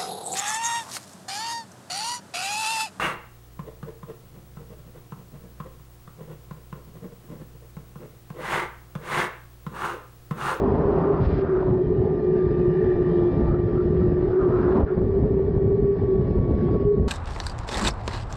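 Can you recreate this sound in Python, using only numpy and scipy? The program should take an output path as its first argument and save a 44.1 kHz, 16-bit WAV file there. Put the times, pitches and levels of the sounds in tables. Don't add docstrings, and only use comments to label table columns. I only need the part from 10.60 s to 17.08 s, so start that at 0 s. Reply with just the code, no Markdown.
import sys
import numpy as np
from scipy import signal
from scipy.fft import rfft, irfft
from scipy.io import wavfile
from scipy.ndimage import uniform_filter1d

SR = 44100
rng = np.random.default_rng(int(sys.argv[2]) if len(sys.argv) > 2 else 0)


def persist_wave(psi):
    counts = np.round(np.clip(psi, -1, 1) * 32767).astype(np.int16)
    wavfile.write(sys.argv[1], SR, np.atleast_2d(counts).T)


N = 285768
TIME = np.arange(N) / SR
EDGE_HZ = 7300
WHINE_HZ, SAG_HZ_PER_S, SAG_HZ_PER_S2 = 1195, 2.3, 1.62

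# (time [s], mean pitch [Hz])
POLE_PITCH = [(0, 390.4), (.2, 392), (.29, 402.7), (.4, 373.3), (.5, 396), (.68, 384), (.83, 389.2),
              (.96, 373.4), (1.3, 368.4), (1.42, 373), (1.6, 365.8), (2.05, 359.8), (2.23, 366.3),
              (2.5, 357.3), (2.88, 349.4), (2.96, 358.8), (3.1, 349.7), (3.17, 366), (3.25, 351.8),
              (3.38, 373.7), (3.48, 352), (3.73, 375.3), (4.1, 361), (4.21, 393.8), (4.33, 370),
              (4.58, 388.8), (4.75, 382.7), (4.87, 391.4), (4.97, 383.3), (5.22, 399.2), (5.4, 387.7),
              (5.55, 382), (5.82, 356.5), (6.13, 358.3), (6.23, 397.5), (6.31, 413.8), (6.39, 388),
              (6.48, 415)]
# (time [s], relative tone level [dB])
POLE_LEVEL = [(0, -28), (.28, -25.5), (.4, -25), (.5, -27), (.62, -27), (.95, -23), (1.3, -25), (1.6, -27),
              (1.9, -23.5), (2.25, -22), (2.62, -21), (2.9, -25), (3.5, -24), (3.87, -24), (4.1, -22),
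              (4.4, -27.5), (4.57, -27), (4.7, -26.5), (5, -25), (5.23, -20.5), (5.55, -22.5),
              (5.68, -36.5), (6.18, -29.5), (6.3, -16.5), (6.42, -30.5)]
# (time [s], length [s], rise [dB])
POLE_FLARES = [(.29, 0.027, 5.5), (.507, 0.025, 15), (3.872, .04, 6), (4.575, .05, 7.5), (5.756, .025, 14)]
# (time [s], length [s], depth [dB])
POLE_BREAKS = [(.18, 0.053, 19), (.57, 0.05, 22.5), (.66, 0.049, 6.5), (.74, 0.068, 12), (.87, 0.043, 20),
               (1.03, 0.056, 2.5), (1.51, 0.051, 4), (1.93, 0.13, 6), (2.16, 0.098, 7), (2.44, 0.043, 6),
               (2.77, 0.18, 14.5), (3.12, 0.072, 9), (3.49, 0.036, 7), (3.9, 0.037, 12), (4.27, 0.11, 19),
               (4.355, 0.04, 20), (4.61, .04, 15), (4.92, 0.053, 10), (5.37, 0.14, 10), (5.46, .04, 18),
               (6.0, 0.064, 13), (6.24, .03, 11), (6.37, .04, 10)]
# (time [s], level [dB])
POLE_HOLLOW = [(0, -26), (.68, -37.5), (1.6, -27), (2.85, -34.5), (3.7, -32), (4.2, -29.5), (4.29, -35),
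               (4.6, -31), (5.3, -32.5), (6, -34.5), (6.4, -30)]
# (time [s], length [s], depth [dB])
CALMS = [(0.926, 0.1, 9), (1.23, 0.084, 4), (1.655, 0.062, 7), (1.83, .07, 12), (2.2, 0.13, 6.5),
         (3.195, 0.031, 23), (3.778, 0.097, 17), (4.308, 0.14, 17), (5.35, 0.12, 7.5), (5.52, 0.086, 0.5),
         (6.311, .09, 4)]
# (time [s], relative level [dB])
BUFFET = [(0, -25.5), (.5, -28.5), (.95, -26), (1.25, -24.5), (1.75, -26.5), (2.45, -29.5), (2.9, -25),
          (3.65, -23.5), (3.95, -25), (4.45, -22.5), (5.3, -25), (5.8, -22), (6.48, -23)]
# (frequency [Hz], relative density [dB])
BUFFET_COLOUR = [(10, -40), (25, -23.5), (38, -6.5), (52, -0.5), (90, -0.5), (130, -1.5), (200, -3.5),
                 (300, -10.5), (420, -13.5), (700, -27.5), (1500, -61)]
# (time [s], relative level [dB])
RUSH = [(0, -29), (.42, -28), (.8, -35.5), (1.08, -34.5), (1.28, -40), (1.42, -38.5), (1.75, -39.5),
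        (2.82, -35), (3.05, -40), (3.55, -41), (3.86, -32.5), (4.02, -37.5), (4.19, -28.5), (4.235, -25.5),
        (4.258, -43), (4.3, -33.5), (4.35, -39), (4.4, -41), (4.7, -41.5), (5.3, -44.5), (5.42, -41.5),
        (6.12, -42.5), (6.48, -47.5)]
# (frequency [Hz], relative density [dB])
RUSH_COLOUR = [(100, -14.5), (280, 8), (480, 1.5), (650, -1.5), (900, -7.5), (1200, -15.5), (1600, -24.5),
               (2200, -37), (3500, -47)]
# (time [s], length [s], level change [dB])
FLURRIES = [(.41, 0.024, 3.5), (1.028, .025, 5.5), (2.82, .06, 3.5), (3.52, .05, 3), (4.17, .035, 4.5),
            (4.38, 0.027, 8), (4.43, 0.054, 2.5), (4.645, .06, 5.5), (4.788, 0.031, 4.5), (4.86, .03, 0),
            (4.97, .08, 3.5), (5.235, 0.027, -0.5), (5.43, 0.098, 1), (5.6, 0.057, 1), (5.78, 0.023, 8.5),
            (6.09, 0.037, 9.5), (6.15, 0.038, 9), (6.385, 0.049, 1)]
# (time [s], relative level [dB])
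HISS = [(0, -62), (.58, -63), (.835, -64), (1.15, -66.5), (1.8, -63), (2.8, -61), (2.98, -65.5),
        (3.2, -62.5), (3.95, -63), (4.15, -60.5), (4.25, -66.5), (5.27, -67.5), (5.4, -63), (5.56, -65.5),
        (5.72, -63), (5.87, -67), (6.03, -60), (6.22, -64.5), (6.48, -69)]
# (frequency [Hz], relative density [dB])
HISS_COLOUR = [(500, -11.5), (1200, 11.5), (1800, 12), (2300, 4.5), (3000, -0.5), (4000, -4), (5050, -6.5),
               (5600, -14), (6500, -26), (7400, -31)]
# (centre [Hz], width [Hz], lift [dB])
HOUSING_HOLLOWS = [(2600, 130, 0), (3540, 140, 2), (4140, 170, 2.5), (4830, 170, 2.5)]
# (time [s], centre [Hz], relative level [dB])
ROAR = [(0, 930, -38.5), (.3, 980, -38), (.55, 1100, -38.5), (.65, 1101, -42), (.72, 1253, -51.5),
        (.82, 1300, -48.5), (.87, 1320, -41.5), (.94, 1238, -40.5), (1.03, 1230, -43.5),
        (1.09, 1020, -43.5), (1.15, 800, -40), (1.24, 801.4, -61.5), (3.55, 1350, -63.5),
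        (3.76, 1253, -43.5), (3.88, 1200, -44), (4.0, 1223, -37), (4.12, 1250, -38), (4.18, 1080, -38.5),
        (4.225, 920, -42), (4.25, 1350, -64), (4.28, 1430, -44.5), (4.36, 1180, -47), (4.5, 1204, -71)]
# (time [s], length [s], level [dB], centre [Hz])
THUMPS = [(0.067, 0.14, -30, 200), (.22, .14, -27, 190), (.615, 0.064, -22, 109.2), (0.672, 0.061, -18, 72),
          (0.759, 0.1, -22, 87.3), (1.12, 0.11, -22, 179.3), (1.391, 0.046, -21.5, 118.7),
          (1.77, .05, -27, 168.3), (1.86, .06, -23, 100.8), (2.353, 0.054, -26.5, 70),
          (2.792, 0.12, -23, 200), (2.88, 0.17, -21.5, 60), (3.058, 0.069, -23.5, 102),
          (3.362, 0.0474, -31, 111.1), (4.171, 0.053, -19, 223.1), (4.648, .05, -22.5, 127),
          (5.06, 0.075, -25.5, 90), (5.441, 0.072, -24, 110), (6.0, .1, -23.5, 190.1),
          (6.149, 0.13, -25, 90)]
# (time [s], length [s], relative level [dB], first pitch [Hz], last pitch [Hz], width [Hz])
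WHISTLES = [(0.068, 0.19, -39, 1183, 915, 45), (0.168, 0.17, -38, 714, 662, 79),
            (0.334, 0.16, -39.5, 990, 1168, 70), (0.421, 0.18, -46, 1170, 1036, 60),
            (0.476, 0.31, -50.5, 1310, 1260, 120.6), (.55, 0.17, -40, 1189, 991, 90),
            (1.476, 0.16, -38.5, 790, 742, 180), (1.799, 0.13, -49, 1580, 1627, 69.7),
            (2.218, 0.17, -49, 1803, 1748, 45), (2.309, 0.08, -48, 1750, 1906, 44.6),
            (2.922, 0.12, -41.5, 1250, 1297, 90), (3.091, 0.036, -51, 1388, 1360, 50.5),
            (3.187, 0.084, -41.5, 1294, 1354, 44.8), (3.435, .07, -47, 1295, 1343, 69.8),
            (3.837, 0.16, -39, 1313, 1106, 70), (4.173, 0.079, -35, 1066, 1020, 45),
            (4.29, 0.056, -49, 1490, 1385, 68.5)]
# (time [s], peak [dB], centre [Hz])
SLAPS = [(2.082, -7.5, 129), (4.239, -6.5, 65), (4.628, -10, 132), (5.597, -10, 130), (5.776, -17.5, 75),
         (5.8, -12, 64.1), (6.254, -14, 168), (6.414, -9.5, 84.9)]
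# (start [s], length [s], level [dB])
JETS = [(0.599, 0.227, -52), (0.636, 0.037, -48.5), (4.154, 0.027, -56)]
# (frequency [Hz], relative density [dB])
JET_COLOUR = [(900, -4.5), (1800, 13), (2400, 5), (3400, 0), (5000, -3), (5600, -15), (6500, -24.5),
              (7400, -26.5)]
# (time [s], first partial level [dB], octave level [dB])
WHINE = [(0, -56.5, -77.5), (.7, -49.5, -67.5), (1.2, -55.5, -80.5), (1.75, -49.5, -68), (2.7, -48.5, -65),
         (3.3, -51, -74.5), (4.9, -57, -71.5), (5.55, -52, -68.5), (6.15, -44.5, -66.5), (6.48, -53, -80)]
# (frequency [Hz], width [Hz], relative level [dB])
FRAME_MODES = [(159.9, 33, 2), (1785, 160, -22.5), (1892, 32, -29), (2950, 170, -45.5), (3610, 160, -51),
               (3960, 280, -50), (4880, 200, -51.5), (6660, 110, -59)]
# (time [s], relative level [dB])
ROLLING = [(0, -37), (1.4, -37.5), (2.3, -28.5), (3.2, -36.5), (6.48, -43.5)]
# (time [s], mean pitch [Hz], level [dB], relative side-strand level [dB])
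SQUEAL = [(1.1, 3300, -87, -7.5), (1.25, 3200, -77, -10), (1.38, 2885, -73.5, -6.5),
          (1.43, 3130, -75.5, -10), (1.55, 2770, -80, -7.5), (1.8, 2737, -88.5, -12.5),
          (1.94, 2599, -72, -12), (2.0, 2586, -68, -12), (2.04, 2478, -65, -14), (2.09, 2845, -69, -12.5),
          (2.16, 2910, -68, -13), (2.23, 2530, -71, -9), (2.38, 2650, -74.5, -7), (2.48, 3025, -71, -7.5),
          (2.56, 3250, -71, -4), (2.67, 3360, -70, -5.5), (2.745, 3690, -72, -3.5), (2.9, 3890, -78, -3)]
# (time [s], peak [dB])
TICKS = [(1.22, -53), (3.851, -63), (4.172, -49), (4.852, -54)]


def pole(rough_db, tone_db=-0.5, upset=0.3, wander_hz=5.5, flutter_db=1.73, bead_db=2.0,
         fray_db=-23.5, fray_share=0.45, fray_width_hz=55, hollow_hz=421, hollow_width_hz=28):
    (hz,), (level_db,), (hollow_db,) = curves(POLE_PITCH), curves(POLE_LEVEL), curves(POLE_HOLLOW)
    turns = np.cumsum(hz + wander_hz * drift(rate_hz=54.7)) / SR
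    beads_db = flutter_db * drift(rate_hz=20) - bead_db * (drift(rate_hz=30) ** 2 - 1)
    level_db = tone_db + level_db + bumps(POLE_FLARES) - bumps(POLE_BREAKS) - upset * rough_db
    tone = sine(turns) * gain_of(level_db + beads_db)
    fray = gain_of(fray_db + fray_share * level_db) * ring(hz, fray_width_hz)
    hollow = gain_of(hollow_db) * ring(hollow_hz, hollow_width_hz)
    return tone + fray + hollow


def airstream(rough_db, eddies, buffet_db=-1, rush_db=3.5, hiss_db=6.5,
              buffet_lump_db=1.5, rush_lump_db=1.23, hiss_lump_db=0.93,
              rush_share=0.17, hiss_share=0.17, bright_hz=800, brighten_db_per_s=0.24):
    air = patchy(turbulence(RUSH_COLOUR), patchy_db=1.44, patch_hz=160, patch_s=0.053)
    body = signal.sosfiltfilt(signal.butter(2, bright_hz, fs=SR, output="sos"), air)
    air = body + (air - body) * gain_of(brighten_db_per_s * (TIME - TIME.mean()))
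    fizz = patchy(turbulence(HISS_COLOUR), patchy_db=2.5, patch_hz=260, patch_s=0.071,
                  hollows=HOUSING_HOLLOWS)

    buffet_db = buffet_db + curves(BUFFET)[0] + rough_db + buffet_lump_db * eddies
    rush_db = rush_db + curves(RUSH)[0] + bumps(FLURRIES) + rush_share * rough_db + rush_lump_db * eddies
    hiss_db = hiss_db + curves(HISS)[0] + hiss_share * rough_db + hiss_lump_db * eddies
    buffet = turbulence(BUFFET_COLOUR) * gain_of(buffet_db)
    return buffet + air * gain_of(rush_db) + fizz * gain_of(hiss_db)


def gusts(eddies, thump_spread=0.63, waver=0.016, core_db=-2.5, skirt_db=-8.5, skirt_width_hz=520,
          whistle_lump_db=1.2):
    out = np.zeros(N)
    sway = 1 + waver * drift(rate_hz=49)
    for s, length_s, db, first_hz, last_hz, width_hz in WHISTLES:
        size = int(length_s * SR)
        hz = np.linspace(first_hz, last_hz, size) * sway[int(s * SR):][:size]
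        core = gain_of(db + core_db) * ring(hz, width_hz, size=size)
        skirt = gain_of(db + skirt_db) * ring(hz, skirt_width_hz, size=size)
        add(out, s, core + skirt)
    out = out * gain_of(whistle_lump_db * eddies)
    for s, length_s, db, hz in THUMPS:
        settled = ring(hz, thump_spread * hz, size=SR)[-int(length_s * SR):]
        add(out, s, gain_of(db) * evened(settled))
    return out


def slaps():
    out = np.zeros(N)
    for s, db, hz in SLAPS:
        u = np.pi * hz * (TIME - s)
        out -= gain_of(db) * (1 - 2 * u ** 2) * np.exp(-u ** 2)
    return out


def roar(eddies, half_width_hz=265, lump_db=0.4):
    hz, db = curves(ROAR)
    stir = rng.standard_normal(N) + 1j * rng.standard_normal(N)
    sway = signal.sosfilt(signal.butter(2, half_width_hz, fs=SR, output="sos"), stir)
    band = evened((sway * np.exp(2j * np.pi * np.cumsum(hz) / SR)).real)
    band = patchy(band, patchy_db=2.0, patch_hz=110, patch_s=0.04)
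    return band * gain_of(db + lump_db * eddies)


def jets(attack_s=0.014, release_s=0.008):
    out = np.zeros(N)
    for s, length_s, db in JETS:
        rise, fall = (TIME - s) / attack_s, (s + length_s - TIME) / release_s
        opening = np.clip(np.minimum(rise, fall), 0, 1)
        out += gain_of(db) * opening * turbulence(JET_COLOUR)
    return out


def trolley(wobble=0.0014, shimmer_db=1.8, third_db=-13):
    hz = WHINE_HZ - SAG_HZ_PER_S * TIME - SAG_HZ_PER_S2 * TIME ** 2
    turns = np.cumsum(hz * (1 + wobble * drift(rate_hz=25))) / SR
    first_db, octave_db = curves(WHINE)
    whine = np.zeros(N)
    for k, db in enumerate([first_db, octave_db, octave_db + third_db], 1):
        whine += sine(k * turns) * gain_of(db + shimmer_db * drift(rate_hz=26))
    frame = sum(gain_of(db) * ring(mode_hz, width_hz) for mode_hz, width_hz, db in FRAME_MODES)
    return whine + gain_of(curves(ROLLING)[0]) * frame


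def squeal(wander=0.016, catch_db=3.0, strand_gap=0.095, strand_width_hz=110, stagger=0.026,
           strands_db=-1.5):
    hz, db, side_db = curves(SQUEAL)
    rubbing = (TIME > SQUEAL[0][0]) & (TIME < SQUEAL[-1][0])
    hz = hz * (1 + stagger * gain_of(side_db) * drift(rate_hz=70))
    turns = np.cumsum(hz * (1 + wander * gain_of(side_db) * drift(rate_hz=160))) / SR
    strands = np.zeros(N)
    for k in (-1, 1, 2):
        strand = ring(hz * (1 + k * strand_gap), strand_width_hz)
        strands += strand * gain_of(catch_db * drift(rate_hz=15)) / abs(k)
    tone = sine(turns) + gain_of(strands_db + side_db) * strands
    return rubbing * gain_of(db + catch_db * drift(rate_hz=45)) * tone


def rigging(tick_hz=4200, length_s=0.00039):
    out, t = np.zeros(N), np.arange(int(length_s * SR)) / SR
    for s, db in TICKS:
        add(out, s, gain_of(db) * np.sin(2 * np.pi * tick_hz * t))
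    return out


def stirring(rate_hz=20, gust_db=2.2):
    return gust_db * drift(rate_hz=rate_hz) - bumps(CALMS)


def gain_of(db):
    return 10 ** (np.asarray(db) / 20)


def evened(x):
    return x / np.sqrt(np.mean(x ** 2) + 1e-20)


def sine(turns):
    return np.sqrt(2) * np.sin(2 * np.pi * turns)


def curves(rows):
    s, *columns = np.transpose(rows)
    return [np.interp(TIME, s, c) for c in columns]


def drift(rate_hz):
    hz = np.fft.rfftfreq(N, 1 / SR)
    gain = np.exp(-(hz / rate_hz) ** 2) * (hz > 0)
    return evened(irfft(rfft(rng.standard_normal(N)) * gain, N))


def turbulence(colour):
    hz = np.fft.rfftfreq(N, 1 / SR)
    points_hz, db = np.transpose(colour)
    gain = gain_of(np.interp(np.log(hz + 1), np.log(points_hz), db, right=-120))
    return evened(irfft(rfft(rng.standard_normal(N)) * gain, N))


def ring(hz, width_hz, size=N):
    r = np.exp(-np.pi * abs(width_hz) / SR)
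    stir = rng.standard_normal(size) + 1j * rng.standard_normal(size)
    sway = signal.lfilter([(1 - r) ** 2], [1, -2 * r, r * r], stir)
    return evened((sway * np.exp(2j * np.pi * np.cumsum(hz * np.ones(size)) / SR)).real)


def add(mix, s, sound):
    at = round(s * SR) - len(sound) // 2 + np.arange(len(sound))
    inside = (at >= 0) & (at < N)
    swell = np.sin(np.linspace(0, np.pi, len(sound)))
    mix[at[inside]] += (sound * swell)[inside]


def bumps(rows):
    out = np.zeros(N)
    for s, length_s, size_db in rows:
        add(out, s, np.full(int(length_s * SR), size_db))
    return out


def patchy(x, patchy_db, patch_hz, patch_s, hollows=()):
    hz, s, z = signal.stft(x, SR, nperseg=1024, noverlap=768)
    across, along = np.fft.fftfreq(len(hz), hz[1])[:, None], np.fft.fftfreq(len(s), s[1])
    blur = np.exp(-(across * patch_hz) ** 2 - (along * patch_s) ** 2)
    patches = np.fft.ifft2(np.fft.fft2(rng.standard_normal(z.shape)) * blur).real
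    db = patchy_db * evened(patches)
    for centre_hz, width_hz, lift_db in hollows:
        db = db + lift_db * np.exp(-(2 * (hz[:, None] - centre_hz) / width_hz) ** 2)
    return evened(signal.istft(z * gain_of(db), SR, nperseg=1024, noverlap=768)[1][:N])


def scene():
    rough_db, eddies = stirring(), drift(rate_hz=160)
    wind = airstream(rough_db, eddies) + gusts(eddies) + slaps() + roar(eddies) + jets()
    return (pole(rough_db) + wind + trolley() + squeal() + rigging())[None]


def record(dry, threshold_db=-19, squeeze=0.67, makeup_db=0.61):
    power_db = 10 * np.log10(abs(uniform_filter1d(dry[0] ** 2, size=700)) + 1e-12)
    over_db = uniform_filter1d(np.maximum(power_db - threshold_db, 0), size=400)
    held = dry * gain_of(makeup_db - squeeze * over_db)
    lowpass = signal.firwin(511, EDGE_HZ, window=("kaiser", 9), fs=SR)
    return signal.oaconvolve(held, lowpass[None], "same")


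dry = scene()
out = record(dry)
persist_wave(out)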